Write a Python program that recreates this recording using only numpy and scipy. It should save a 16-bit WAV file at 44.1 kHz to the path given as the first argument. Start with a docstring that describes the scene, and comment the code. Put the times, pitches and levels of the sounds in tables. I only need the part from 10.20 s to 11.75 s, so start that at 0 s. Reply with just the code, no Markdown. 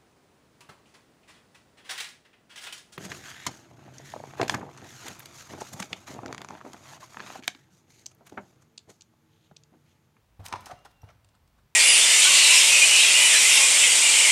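"""A shod horse takes a few slow steps in a concrete farmyard. Its hollow hooves clop as they
land flat, steel shoes clack and scuff the grit, and its weight comes down in low thuds.
Grit and tack tick, and a halter buckle clinks once. The yard walls answer the horse;
behind it are a thin, far whistle like a bird's and a light wind."""
import sys
import numpy as np
from scipy import signal
from scipy.fft import rfft, irfft, next_fast_len
from scipy.io import wavfile
from scipy.ndimage import map_coordinates

SR = 44100
rng = np.random.default_rng(int(sys.argv[2]) if len(sys.argv) > 2 else 0)


def generate_wav(signal):
    """Clip the signal to [-1, 1] and save it as 16-bit WAV at the path in sys.argv[1]."""
    frames = np.transpose(np.atleast_2d(signal))
    scaled = np.clip(frames, -1, 1) * 32767
    pcm = np.round(scaled).astype(np.int16)
    wavfile.write(sys.argv[1], SR, pcm)


N = 68355
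T = np.arange(N) / SR

# Knocks of the hoof on the ground: start_s, level_db, pitch_hz, t60_s
HOOF_KNOCKS = [(.1945, -37, 680, 0.014), (.2065, -35.5, 690, 0.012), (.256, -34, 748, 0.016),
               (.315, -37.5, 940, 0.038), (.3275, -28, 1003, 0.038), (.3371, -10, 893, 0.017),
               (.3472, -21, 970, 0.02), (.3572, -31, 914, 0.046), (.3935, -41, 969, 0.041),
               (.4245, -59, 977, 0.15), (.4675, -25.5, 825, 0.015), (.4965, -35.5, 663, 0.039),
               (0.5144, -27.5, 688, 0.037), (.5215, -32, 845, 0.024), (.6515, -38.5, 761, 0.039),
               (0.66, -40, 1313, 0.027), (.8322, -36, 810, 0.017), (.875, -50, 641, 0.054),
               (.8945, -48, 590, .03), (0.901, -47, 1243, 0.039)]
# Modes of the hoof, relative to each knock: pitch_ratio, offset_db, t60_ratio
HOOF_MODES = [(.41, -18.5, 1.56), (.61, -23, 2.4), (.94, -17, 1.9), (1.06, 5, 0.73), (1.36, -10.5, 0.9),
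              (2.35, -31, 0.31)]


def hoof_clops():
    """Each landing rings the hollow hoof's heavily damped modes, in a slightly different balance."""
    out = np.zeros(N)
    for start_s, level_db, pitch_hz, t60_s in HOOF_KNOCKS:
        for pitch_ratio, offset_db, t60_ratio in HOOF_MODES:
            gain = amp(level_db + offset_db + rng.normal(0, 1))
            out += gain * ring(start_s, pitch_hz * pitch_ratio, t60_s * t60_ratio, attack_s=0.0036)
    return out


# Hits of steel on concrete: start_s, level_db, t60_s, tilt_db_per_octave
SHOE_HITS = [(0.2585, -40, 0.0086, 1), (0.2636, -29.5, .012, 4), (0.276, -46, .015, 0),
             (0.2837, -38, .018, 9), (0.3259, -25, .022, -0.5), (0.3377, -34, .018, -0.5),
             (.357, -41.5, 0.035, 0), (0.4587, -38.5, 0.026, 8.5), (0.465, -48, 0.063, 4),
             (0.513, -47.5, 0.042, 1.5), (0.65, -51, 0.013, 5), (0.6611, -48.5, 0.012, -2),
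             (.8322, -46, 0.0094, -26), (0.8881, -53.5, 0.09, -3.5), (0.9028, -59.5, 0.032, 1.5)]
# Tone of the steel shoe: freq_hz, gain_db
SHOE_EQ = [(80, -40), (200, -3.5), (500, -10.5), (1100, 1.5), (1650, -5.5), (2200, 0), (2550, -4),
           (2900, -6), (3500, -7.5), (4700, -11), (5200, -10), (6300, -7), (6900, -19), (9400, -17.5),
           (10500, -30), (16000, -37.5)]


def shoe_clacks():
    """The shoe meets the concrete in a short, hard crack."""
    return sum(amp(level_db) * colour(noise() * decay(start_s, t60_s), SHOE_EQ, tilt)
               for start_s, level_db, t60_s, tilt in SHOE_HITS)


# The horse's weight landing: start_s, level_db, pitch_hz, t60_s
WEIGHT_DROPS = [(0.1928, -27, 94.6, 0.11), (0.332, -35, 95, 0.14), (0.529, -31.5, 97, 0.042),
                (0.8336, -29.5, 95, 0.075), (0.908, -56, 89, 0.087)]
# Tone of the dull puff in each thud: freq_hz, gain_db
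PUFF_EQ = [(40, -13), (90, -3.5), (170, -6), (350, -16), (800, -18.5), (2000, -31.5), (8000, -45),
           (16000, -48)]


def weight_thuds(attack_s=0.0089, puff_db=-12):
    """A few low cycles and a dull puff swell as the weight comes down."""
    boom, load = np.zeros(N), np.zeros(N)
    for start_s, level_db, pitch_hz, t60_s in WEIGHT_DROPS:
        boom += amp(level_db) * ring(start_s, pitch_hz, t60_s, attack_s)
        load += amp(level_db) * swell(start_s, t60_s, attack_s)
    return boom + amp(puff_db) * colour(noise() * load, PUFF_EQ)


# Shoes dragging over grit: peak_s, level_db, rise_s, fall_s, tilt_db_per_octave
SHOE_DRAGS = [(.252, -50.5, 0.032, 0.039, -2), (0.262, -42.5, 0.016, 0.018, 6),
              (0.287, -52, 0.036, 0.21, -5.5), (.362, -49.5, 0.075, 0.031, -3.5),
              (0.409, -57, 0.0081, 0.028, 4.5), (0.476, -50.5, 0.061, 0.064, 0),
              (0.514, -42.5, 0.026, 0.028, -4), (0.655, -47, 0.0089, 0.02, -1),
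              (.714, -63.5, 0.016, 0.012, 2.5), (0.899, -64.5, 0.15, 0.072, -1.5),
              (1.147, -66.5, 0.016, 0.029, -2.5), (1.392, -69.5, 0.066, 0.028, -0.5)]
# Tone of the grit: freq_hz, gain_db
GRIT_EQ = [(100, -12.5), (400, -5.5), (900, 7), (1500, 4.5), (2300, -5), (4000, -4), (6000, -9),
           (10000, -12.5), (13000, -15.5), (16000, -30)]


def grit_scuffs(grains_per_s=1500, grain_spread_db=0.5, rub_gain=0.95):
    """Grit cracks and rubs under a sliding shoe, swelling and dying."""
    out = np.zeros(N)
    for peak_s, level_db, rise_s, fall_s, tilt in SHOE_DRAGS:
        cracks = rng.random(N) < grains_per_s / SR
        grains = cracks * noise() * amp(grain_spread_db * noise())
        grit = unit(unit(grains) + rub_gain * noise())
        fade_db = 20 * np.maximum((peak_s - T) / rise_s, (T - peak_s) / fall_s)
        out += colour(grit * amp(level_db - fade_db), GRIT_EQ, tilt)
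    return out


# Small clicks of grit and tack: start_s, level_db
SMALL_CLICKS = [(0.589, -59.5), (0.817, -63.5), (1.0453, -58), (1.088, -60.5), (1.152, -66.5), (1.276, -63)]
# Tone of the clicks: freq_hz, gain_db
CLICK_EQ = [(300, -7), (2000, -1), (4000, 1), (6500, -4.5), (9200, 0.5), (12000, -28), (16000, -8.5)]


def grit_and_tack_ticks(t60_s=0.029):
    """Grit and tack click in tiny, bright bursts."""
    bursts = sum(amp(level_db) * decay(start_s, t60_s) for start_s, level_db in SMALL_CLICKS)
    return colour(noise() * bursts, CLICK_EQ)


# Modes of the halter buckle: pitch_hz, offset_db, t60_s
BUCKLE_MODES = [(5730, 6, 0.021), (5980, -3, 0.022), (11900, -5.5, 0.048)]


def buckle_clink(start_s=0.818, level_db=-58.5):
    """A buckle on the halter rings once, high and short."""
    return sum(amp(level_db + offset_db) * ring(start_s, pitch_hz, t60_s, attack_s=0.00056)
               for pitch_hz, offset_db, t60_s in BUCKLE_MODES)


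# Decay of the yard's echo: freq_hz, t60_s
ECHO_DECAY = [(100, 1), (900, 0.5), (3000, 0.59), (8000, 0.38), (15000, 1)]
# Tone of the echo: freq_hz, gain_db
ECHO_EQ = [(60, -17), (100, -3), (170, -2), (380, -9), (700, -11), (1100, -11.5), (2500, -8), (6000, -8.5),
           (15000, -17.5)]


def yard_echo(source, build_s=0.0041):
    """Walls and sheds scatter the sound into a tail, each band dying at its own rate."""
    hz, time_s, bands = signal.stft(rng.standard_normal(SR), SR, nperseg=256)
    t60_s = along(ECHO_DECAY, hz)[:, None]
    fade = np.exp(-np.log(1000) * time_s / t60_s)
    equal_energy = np.sqrt(2 * np.log(1000) / (t60_s * SR))
    tone = amp(along(ECHO_EQ, hz))[:, None]
    _, tail = signal.istft(bands * fade * equal_energy * tone, SR, nperseg=256)
    fade_in = 1 - np.exp(-(np.arange(len(tail)) / SR / build_s) ** 2)
    return signal.fftconvolve(source, tail * fade_in)[:N]


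# Path of the bird-like note: time_s, pitch_hz, level_db
WHISTLE_PATH = [(.52, 2826, -82), (0.579, 2800, -66), (.66, 2850, -74), (0.711, 2770, -79),
                (0.748, 2790, -74.5), (.82, 2727, -71), (.865, 2820, -77), (.9, 2890, -62)]


def far_whistle(waver_depth=0.0032):
    """A thin, far note holds nearly one pitch and wavers a little."""
    time_s, pitch_hz, level_db = np.transpose(WHISTLE_PATH)
    wavering_hz = np.interp(T, time_s, pitch_hz) * (1 + waver_depth * wobble(knots_per_s=61.1))
    envelope = amp(np.interp(T, time_s, level_db, left=-np.inf, right=-np.inf))
    return envelope * np.sin(2 * np.pi * np.cumsum(wavering_hz) / SR)


# Low end of the gusts: freq_hz, gain_db
RUMBLE_EQ = [(12, -41.5), (25, -24), (36, -7.5), (55, 1), (105, -3.5), (170, -10.5), (260, -17),
             (600, -50.5), (3000, -85)]
# Tone of the open air: freq_hz, gain_db
HUSH_EQ = [(60, -4.5), (200, 2), (450, -0.5), (1000, 0.5), (1400, -4.5), (2500, -7), (5000, -12),
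           (10000, -17.5), (15500, -16.5)]


def wind(rumble_db=-67.5, gust_db=2, hush_db=-71):
    """Light gusts rumble under the steady hush of open country."""
    gusts = amp(rumble_db + gust_db * wobble(knots_per_s=8.84))
    rumble = gusts * unit(colour(noise(), RUMBLE_EQ))
    hush = amp(hush_db) * unit(colour(noise(), HUSH_EQ))
    return rumble + hush


def amp(db):
    """Decibels to gain."""
    return 10 ** (np.asarray(db) / 20)


def unit(x):
    """Scaled to rms 1."""
    return x / np.sqrt(np.mean(x ** 2) + 1e-20)


def noise():
    """White noise at rms 1."""
    return rng.standard_normal(N)


def along(curve, hz):
    """A curve of (freq_hz, value) points, read on a log frequency axis."""
    freq_hz, values = np.transpose(curve)
    return np.interp(np.log(hz + 1), np.log(freq_hz + 1), values)


def colour(x, eq, tilt_db_per_octave=0):
    """A causal EQ of unit power; the tilt brightens or darkens it above about 690 Hz."""
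    size = 2 * next_fast_len(N)
    hz = np.fft.rfftfreq(size, 1 / SR)
    octaves = np.log2(np.maximum(hz, SR / 64))
    gain = unit(amp(along(eq, hz) + tilt_db_per_octave * octaves))
    cepstrum = irfft(np.log(np.maximum(gain, 1e-6)))
    cepstrum[1:size // 2] *= 2  # minimum phase: nothing rings ahead of a hit
    cepstrum[size // 2 + 1:] = 0
    return irfft(rfft(x, size) * np.exp(rfft(cepstrum)))[:N]


def decay(start_s, t60_s):
    """An envelope that starts hard and falls 60 dB in t60_s."""
    return (T >= start_s) * np.exp(-np.log(1000) * np.maximum(T - start_s, 0) / t60_s)


def swell(start_s, t60_s, attack_s):
    """A decay with a soft attack."""
    return decay(start_s, t60_s) * (1 - np.exp(-np.maximum(T - start_s, 0) / attack_s))


def ring(start_s, pitch_hz, t60_s, attack_s):
    """One damped mode with a soft attack."""
    return np.sin(2 * np.pi * pitch_hz * (T - start_s)) * swell(start_s, t60_s, attack_s)


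def wobble(knots_per_s):
    """A smooth random curve."""
    knots = rng.standard_normal(int(N * knots_per_s / SR) + 4)
    return map_coordinates(knots, [T * knots_per_s])


def scene():
    """The horse up front in the yard, with the country behind, in mono."""
    steps = shoe_clacks() + hoof_clops() + weight_thuds() + grit_scuffs()
    horse = steps + grit_and_tack_ticks() + buckle_clink()
    return (horse + yard_echo(horse) + far_whistle() + wind())[None]


def record(dry):
    """A brick-wall high cut on the whole mix."""
    cutoff_hz = 15800
    size = 2 * next_fast_len(N)
    passband = np.fft.rfftfreq(size, 1 / SR) < cutoff_hz
    return irfft(rfft(dry, size) * passband, size)[..., :N]


dry = scene()
out = record(dry)
generate_wav(out)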